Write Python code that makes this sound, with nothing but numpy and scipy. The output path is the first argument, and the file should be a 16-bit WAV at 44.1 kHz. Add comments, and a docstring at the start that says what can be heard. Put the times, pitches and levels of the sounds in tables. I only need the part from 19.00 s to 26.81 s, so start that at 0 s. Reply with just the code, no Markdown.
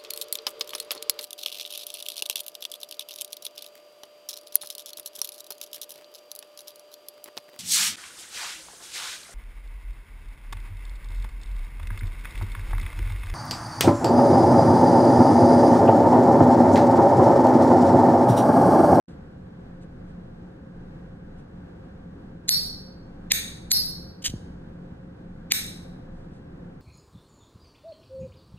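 """A heavy metal lighter, close up: twice its lid springs open with a bright ping and is snapped shut.
The sprung lid hits its stop, bounces and rings; shut, the case gives a clack that the hand damps.
In between, the flint wheel rasps once and the gas catches with a soft pop. Fingers brush the case.
Behind it is a small live room with a rush of air and a low hum. A limiter ducks the loudest clicks."""
import sys
import numpy as np
from scipy import signal
from scipy.fft import rfft, irfft, next_fast_len
from scipy.io import wavfile
from scipy.ndimage import uniform_filter1d, minimum_filter1d

SR = 44100
rng = np.random.default_rng(int(sys.argv[2]) if len(sys.argv) > 2 else 0)


def bounce(signal):
    """Save signal as a 16-bit WAV file at the path given by the first command-line argument."""
    frames = np.transpose(np.atleast_2d(signal))
    limited = np.clip(frames, -1, 1)
    pcm = np.round(limited * 32767).astype(np.int16)
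    wavfile.write(sys.argv[1], SR, pcm)


N = 344421


def amp(db):
    """Decibels to gain."""
    return 10 ** (np.asarray(db) / 20)


def unit(x):
    """Scales to rms 1."""
    return x / np.sqrt(np.mean(x ** 2) + 1e-20)


def curve(points, hz):
    """Reads a breakpoint curve along a log-frequency axis."""
    f, value = np.transpose(points)
    return np.interp(np.log(hz + 1), np.log(f + 1), value)


def add(mix, s, sound):
    """Mixes a sound in at s seconds."""
    part = mix[round(s * SR):][:len(sound)]
    part += sound[:len(part)]


def eq(x, points, size=2048):
    """Minimum-phase EQ through (f/Hz, gain/dB) points."""
    log_gain = np.log(amp(curve(points, abs(np.fft.fftfreq(size, 1 / SR)))))
    taps = np.fft.ifft(np.exp(np.conj(signal.hilbert(log_gain)))).real
    return signal.fftconvolve(x, taps)[:len(x)]


def drift(hz):
    """Smooth random modulation, rms 1, rolling off above hz."""
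    f = np.fft.rfftfreq(N, 1 / SR)
    return unit(irfft(rfft(rng.standard_normal(N)) * np.exp(-(f / hz) ** 2), N))


def crack(decay_s, size=512):
    """One contact transient: a dense, flat burst of energy 1, gone in a few milliseconds."""
    age = (np.arange(size) + 1) / SR / decay_s
    swell = age * np.exp(-age)
    burst = rng.standard_normal(size) * swell
    for _ in range(3):  # whiten, then tighten the envelope again
        spectrum = rfft(burst)
        burst = irfft(spectrum / (abs(spectrum) + 1e-12)) * swell ** (1 / 4)
    return burst / np.linalg.norm(burst)


# lag of the right microphone: f/Hz, delay/s
MIC_LAG = [(2000, .0001), (4000, .000078), (5300, .000094), (8200, .00012), (12200, .000122)]
def mic_pair(x):
    """Direct sound reaches the right microphone a little after the left."""
    size = next_fast_len(N)
    hz = np.fft.rfftfreq(size, 1 / SR)
    lag = np.exp(-2j * np.pi * hz * curve(MIC_LAG, hz))
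    return np.array([x, irfft(rfft(x, size) * lag, size)[:N]])


# tone of the air bed: f/Hz, relative level/dB
AIR_EQ = [(12, -32.5), (22, 1.5), (32, -15.5), (60, -8.5), (145, -7.5), (176, -6), (259, -12), (290, -13.5),
          (463, -19.5), (531, -15.5), (590, -26.5), (720, -22.5), (922, -28.5), (1300, -31.5), (1600, -30),
          (2170, -41), (3900, -46), (5600, -53.5), (7600, -59), (11000, -62.5), (14000, -67),
          (15000, -85.5)]
# its stereo image: f/Hz, left-right correlation
AIR_CORRELATION = [(60, 1.0), (130, 0.99), (290, 0.98), (640, -0.39), (1410, 0.2), (3100, -0.71),
                   (5200, -0.5), (8000, 0.9), (11500, -0.81), (14000, .3)]
# lead of its left side: f/Hz, phase/rad
AIR_LEAD = [(20, 0), (180, .13), (500, .4), (1500, 0)]
def room_air(level_db=-42.5):
    """A low, steady rush of air whose level wavers slightly."""
    hz = np.fft.rfftfreq(N, 1 / SR)
    left, other = rfft(rng.standard_normal((2, N)))
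    alike = np.clip(curve(AIR_CORRELATION, hz), -1, 1)
    right = (alike * left + np.sqrt(1 - alike ** 2) * other) * np.exp(-1j * curve(AIR_LEAD, hz))
    air = irfft(np.array([left, right]) * amp(curve(AIR_EQ, hz)), N)
    return unit(air) * amp(level_db + .8 * drift(hz=5))


# low drone of the room: f/Hz, level/dB
HUM_TONES = [(68, -57.5), (175.5, -49.5), (286, -61), (528, -64)]
# faint fan whine: f/Hz, level/dB
FAN_TONES = [(1125, -79.5), (1497, -75), (1610, -75)]
def room_hum():
    """Hum and fan tones, each wavering in level and phase."""
    hum, t = np.zeros(N), np.arange(N) / SR
    for hz, db in HUM_TONES + FAN_TONES:
        peak = np.sqrt(2) * amp(db + .61 * drift(hz=3.5))
        hum += peak * np.sin(2 * np.pi * hz * t + .8 * drift(hz=3.3))
    return hum


# early reflections: t/s, relative level/dB
REFLECTIONS = [(0.0156, -22.5), (0.0186, -24.5), (0.0322, -23), (0.0368, -24), (.0408, -24), (0.045, -27.5)]
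# reverb time: f/Hz, t60/s
REVERB_DECAY = [(500, .5), (2000, 0.55), (4200, 0.6533), (5400, 0.61), (7000, 0.5), (9500, 0.53),
                (11400, 0.4659), (14000, 0.31), (15000, 0.03)]
# reverb width: f/Hz, side over mid/dB
REVERB_WIDTH = [(1000, -9.5), (2800, 8), (4000, -1), (5400, 9.5), (6700, -8.5), (8300, -19), (10500, 4),
                (12300, 21), (14000, -2)]
def room_reverb(send, predelay_s=.0095, build_s=.006):
    """The walls return single echoes and a diffuse tail whose top end dies first."""
    t = np.arange(SR) / SR
    build = 1 - np.exp(-np.maximum(t - predelay_s, 0) / build_s)
    taps = amp(-30.5) * build * rng.standard_normal((2, SR))
    for delay, db in REFLECTIONS:
        for channel in taps:
            add(channel, delay, amp(db) * rng.choice([-1., 1.], 1))
    hz, age, bands = signal.stft(taps, SR, nperseg=256)
    bands = bands * amp(-60 * age / curve(REVERB_DECAY, hz)[:, None])
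    width = amp(curve(REVERB_WIDTH, hz))[:, None]
    mid_side_gain = np.array([np.ones_like(width), width]) / np.hypot(1, width)
    mid, side = signal.istft(bands * mid_side_gain, SR, nperseg=256)[1]
    return signal.fftconvolve(send[None], np.array([mid + side, mid - side]), axes=1)[:, :N]


def hand_scatter(x, level_db=-13):
    """The cupped hand throws very short reflections, different at each microphone."""
    return amp(level_db) * np.array([signal.oaconvolve(x, crack(decay_s=.00015))[:N] for _ in range(2)])


# finger strokes: peak t/s, level/dB, half-width/s
STROKES = [(0.075, -65, 0.061), (0.83, -64, 0.018), (1.096, -71, 0.027), (2.394, -67.5, 0.019),
           (7.2, -73, 0.069), (7.355, -69.5, 0.041)]
# tone of skin on metal: f/Hz, relative level/dB
SKIN_EQ = [(1000, 6), (4000, 8), (7000, 1), (10000, -2), (14000, -21)]
def fingers():
    """Skin slides on the polished case in faint, brief hisses."""
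    t = np.arange(N) / SR
    envelope = sum(amp(db) * np.exp(-((t - s) / width) ** 2) for s, db, width in STROKES)
    return envelope * unit(eq(rng.standard_normal(N), SKIN_EQ))


# the gas catches: t/s, level/dB, starting f/Hz, decay/s
GAS_PUFFS = [(5.283, -29, 90, 0.012), (5.297, -26.5, 199, 0.014), (5.338, -19, 276, 0.0079),
             (5.361, -24.5, 128, 0.0089)]
def flame(octave_drop_s=.0075, attack_s=.00069):
    """Each puff of burning gas is a low pressure swing that drops in pitch as the flame swells."""
    pop, t = np.zeros(N), np.arange(SR // 4) / SR
    for s, db, hz, decay_s in GAS_PUFFS:
        cycles = np.cumsum(hz / (1 + t / octave_drop_s)) / SR
        envelope = (1 - np.exp(-t / attack_s)) * np.exp(-t / decay_s)
        add(pop, s, amp(db) * envelope * np.sin(2 * np.pi * cycles))
    return pop


# the thumb nudges the wheel, spins it and follows through: t/s, length/s, relative level/dB
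THUMB_PUSHES = [(5.218, 0.0096, -23.5), (5.2381, 0.024, -2), (5.263, .011, -11.5), (5.277, 0.026, -21)]
# single teeth catch hard: t/s, pre-EQ level/dB
TOOTH_TICKS = [(5.2515, -6), (5.2565, -0.5), (5.2609, 1.5), (5.2622, 3.5), (5.2695, -3), (5.2804, -4),
               (5.3, -14.5), (5.3112, -23)]
# tone of the rasp: f/Hz, gain/dB
RASP_EQ = [(400, -32), (1100, -19.5), (1650, -8.5), (2300, -7.5), (2750, -3.5), (3080, 6.5), (3450, 0),
           (4200, -1.5), (4800, -2), (5500, -2.5), (6500, -0.5), (7600, -8.5), (10000, -8), (13000, -10),
           (13900, -3), (14700, -36)]
def flint_wheel(tooth_hz=634, bite=.6, coast_s=.005):
    """The wheel speeds up and coasts, its teeth tearing grains off the flint: (direct, reverb send)."""
    t = np.arange(N) / SR
    speed = sum(amp(db) * np.clip((t - s) / push, 0, 1) * np.exp(-np.maximum(t - s - push, 0) / coast_s)
                for s, push, db in THUMB_PUSHES)
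    tooth_rate = tooth_hz * (1 + .2 * drift(hz=147.4))
    teeth = 1 + bite * np.cos(2 * np.pi * np.cumsum(tooth_rate) / SR)
    grit = rng.standard_normal(N) * amp(1.9 * np.minimum(rng.exponential(1, N), 4))
    rasp = amp(-14) * unit(teeth * grit) * speed
    for s, db in TOOTH_TICKS:
        add(rasp, s, amp(db) * crack(decay_s=.00037))
    rasp = eq(rasp, RASP_EQ)
    return rasp, amp(-22) * rasp


def lead_in_hiss(length_s):
    """A brief hiss that swells into the click."""
    ramp = np.linspace(0, 1, round(length_s * SR))
    return ramp ** 2 * rng.standard_normal(len(ramp))


def metal_ring(modes, hit, waver_db=2.5, waver_hz=18, attack_s=.002):
    """Struck metal rings with its own mix of modes for each hit; they waver as lid and hand move."""
    ring, t = np.zeros(SR), np.arange(SR) / SR
    for hz, t60, *levels in modes:
        rate, phase = rng.random(2)
        waver = waver_db * np.sin(2 * np.pi * (waver_hz * (.5 + rate) * t + phase))
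        ring += amp(levels[hit] + waver - 60 * t / t60) * np.sin(2 * np.pi * hz * t)
    attack = np.sin(np.pi / 2 * np.minimum(t / attack_s, 1)) ** 2
    return attack * ring


CHIME_HZ, BELL_HZ, PING_HZ, CLINK_HZ = 4953, 5520, 11372, 13997  # the metal's clearest partials
# the lid snaps shut: t/s, relative rim level/dB, relative clack level/dB
SHUT_HITS = [(4.3179, 13, 12.5), (6.5194, 11, 9.5)]
# dull touch of the rim: f/Hz, gain/dB
RIM_EQ = [(200, -36.5), (800, -23), (1400, -18.5), (1850, 3), (2250, 10), (2700, -1), (3150, 2),
          (3900, 6.5), (4600, 3), (6600, -2.5), (9000, -23.5), (15000, -41.5)]
# hard clack of the case: f/Hz, gain/dB
CLACK_EQ = [(500, -23), (2000, -7), (3100, -9.5), (4800, -2), (5500, 0), (6700, -1.5), (7600, -10),
            (8800, 0.5), (10300, -7), (11300, -1.5), (12300, -6), (13900, 9), (14600, -21.5)]
# hand-damped modes of the shut case: f/Hz, t60/s, relative level/dB on hit 1, on hit 2
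CLINK_MODES = [(1821, 0.04, -25.5, -29), (2350, 0.05, -28.5, -29), (3636.5, .04, -27, -29.5),
               (3859.5, .035, -28.5, -27), (3896, .06, -26.5, -26), (4030, .03, -28, -22.5),
               (6619.5, .03, -27.5, -39), (8780, 0.0037, -25.5, -30), (PING_HZ, 0.069, -28.5, -22),
               (CLINK_HZ, .07, -25.5, -26.5)]
# what the case throws into the room, shifting with the grip: f/Hz, level/dB on hit 1, on hit 2
CASE_SEND_EQ = [(500, -15.5, -18), (1096, -9.5, -6), (1640, 4, 6), (2040, 6.5, 8.5), (2400, 12, 10.5),
                (3000, 4, 4.5), (3700, 12, 9.5), (4730, 10, 5.5), (5240, 4, 12), (6650, 14.5, 8),
                (7490, 4, 6), (8700, 12, 11.5), (9500, 5, 3.5), (11300, 10.5, 10), (12300, 6.5, 6),
                (13950, 17, 15.5), (14600, -13, -14)]
def lid_shutting(swell_s=.02, clack_delay_s=.0012, buzz_decay_s=.004):
    """A hiss swells, the rim lands, then the case clacks, buzzes and clinks: (direct, reverb send)."""
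    rim, clack, clink, send = np.zeros((4, N))
    t = np.arange(SR // 20) / SR
    for hit, (s, rim_db, clack_db) in enumerate(SHUT_HITS):
        clack_s = s + clack_delay_s
        buzz = rng.standard_normal(len(t)) * np.exp(-t / buzz_decay_s)  # the lid settles on the case
        grip_eq = [(hz, levels[hit]) for hz, *levels in CASE_SEND_EQ]
        add(rim, s - swell_s, amp(rim_db - 30) * lead_in_hiss(swell_s))
        add(rim, s, amp(rim_db) * crack(decay_s=.00042))
        add(clack, clack_s, amp(clack_db) * crack(decay_s=.00057))
        add(clack, clack_s, amp(clack_db - 30) * buzz)
        add(clink, clack_s, metal_ring(CLINK_MODES, hit))
        add(send, clack_s, eq(signal.unit_impulse(len(t)), grip_eq))
    direct = eq(rim, RIM_EQ) + amp(4.5) * eq(clack, CLACK_EQ) + amp(-3.5) * clink
    return direct, send + amp(5.5) * clink


# the lid hits its stop: t/s, pre-EQ level/dB
OPEN_HITS = [(3.4912, 24), (4.7161, 22)]
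# tone of that click: f/Hz, gain/dB
CLICK_EQ = [(200, -45), (900, -31.5), (2000, -6), (2750, -18), (3300, -8.5), (4200, 8.5), (5400, -6.5),
            (6200, -1), (7100, 4), (8000, -8.5), (10000, -8.5), (11800, -1.5), (13000, -21), (14500, -38.5)]
# it bounces on the stop: t/s, pre-EQ level/dB
CHATTER_HITS = [(3.4982, 0), (3.5052, -4), (3.511, -8), (4.723, -3), (4.73, -3.5), (4.7377, -5.5)]
# tone of the bounces: f/Hz, gain/dB
CHATTER_EQ = [(500, -40), (2000, -16), (3200, -8), (6000, -22), (9000, 2), (11500, -2), (12600, -18),
              (14000, -47)]
# modes of the open lid: f/Hz, t60/s, level/dB on hit 1, on hit 2
PING_MODES = [(3820, 0.17, -33, -35.5), (4150, .034, -28, -30), (4320, .07, -19.5, -22),
              (4376, .09, -17.5, -21.5), (4430, .05, -22.5, -21), (4483, .15, -20.5, -26.5),
              (4529.5, .05, -21.5, -24.5), (4650, .06, -24.5, -27), (CHIME_HZ, 0.19, -27, -25.5),
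              (4990, 0.0152, -27, -26.5), (BELL_HZ, .3, -27, -29.5), (5480.5, 0.03, -26, -25.5),
              (5569, 0.15, -25, -27), (5690, .06, -25.5, -22.5), (PING_HZ, 0.13, -7, -7),
              (11750, .035, -15.5, -20), (11920, .06, -11.5, -14), (12120, .04, -16.5, -20.5)]
# the lid spreads its lower tones into the room and beams the highest at the microphones: f/Hz, gain/dB
LID_SEND_EQ = [(2000, 3.5), (3800, 0.5), (4500, 4), (4750, -1), (4960, 4), (5250, -3.5), (5540, 4),
               (6050, -12.5), (7000, -5.5), (10500, 0), (11370, -4.5), (12000, -3), (13000, -10)]
def lid_opening(swell_s=.016):
    """The spring throws the lid against its stop, where it chatters and rings: (direct, reverb send)."""
    click, chatter, ping = np.zeros((3, N))
    for hit, (s, db) in enumerate(OPEN_HITS):
        add(click, s - swell_s, amp(db - 39) * lead_in_hiss(swell_s))
        add(click, s, amp(db) * crack(decay_s=.0007))
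        add(ping, s, metal_ring(PING_MODES, hit))
    for s, db in CHATTER_HITS:
        add(chatter, s, amp(db) * crack(decay_s=.0003))
    click, chatter = eq(click, CLICK_EQ), eq(chatter, CHATTER_EQ)
    send = eq(amp(-15.5) * click + amp(3.5) * chatter + ping, LID_SEND_EQ)
    return click + chatter + ping, send


def scene():
    """The lighter up front in the hand, over its reverb and the room tone."""
    direct, sends = zip(lid_opening(), lid_shutting(), flint_wheel())
    lighter = sum(direct) + fingers()
    close_up = mic_pair(lighter + flame()) + hand_scatter(lighter)
    return close_up + room_reverb(sum(sends)) + room_air() + mic_pair(room_hum())


def limiter(x, threshold_db=-3.5, ratio=4.02, release_db_per_s=482, window=90):
    """Ducks the mix under each loud click and recovers within a few hundredths of a second."""
    peak = -minimum_filter1d(-abs(x).max(0), window)
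    over_db = np.maximum(20 * np.log10(peak + 1e-9) - threshold_db, 0)
    release_db = np.arange(N) / SR * release_db_per_s
    duck_db = np.maximum.accumulate(over_db * (1 - 1 / ratio) + release_db) - release_db
    return x / amp(uniform_filter1d(duck_db, window))


def record(dry, high_cut_hz=15600):
    """Master chain: a quick fade-in after a moment of near silence, the limiter, a steep high cut."""
    fade_in = amp(np.interp(np.arange(N) / SR, [.074, .083], [-60, 0]))
    high_cut = signal.firwin(255, high_cut_hz, window=("kaiser", 9), fs=SR)
    return signal.oaconvolve(limiter(dry * fade_in), high_cut[None], "same")


dry = scene()
out = record(dry)
bounce(out)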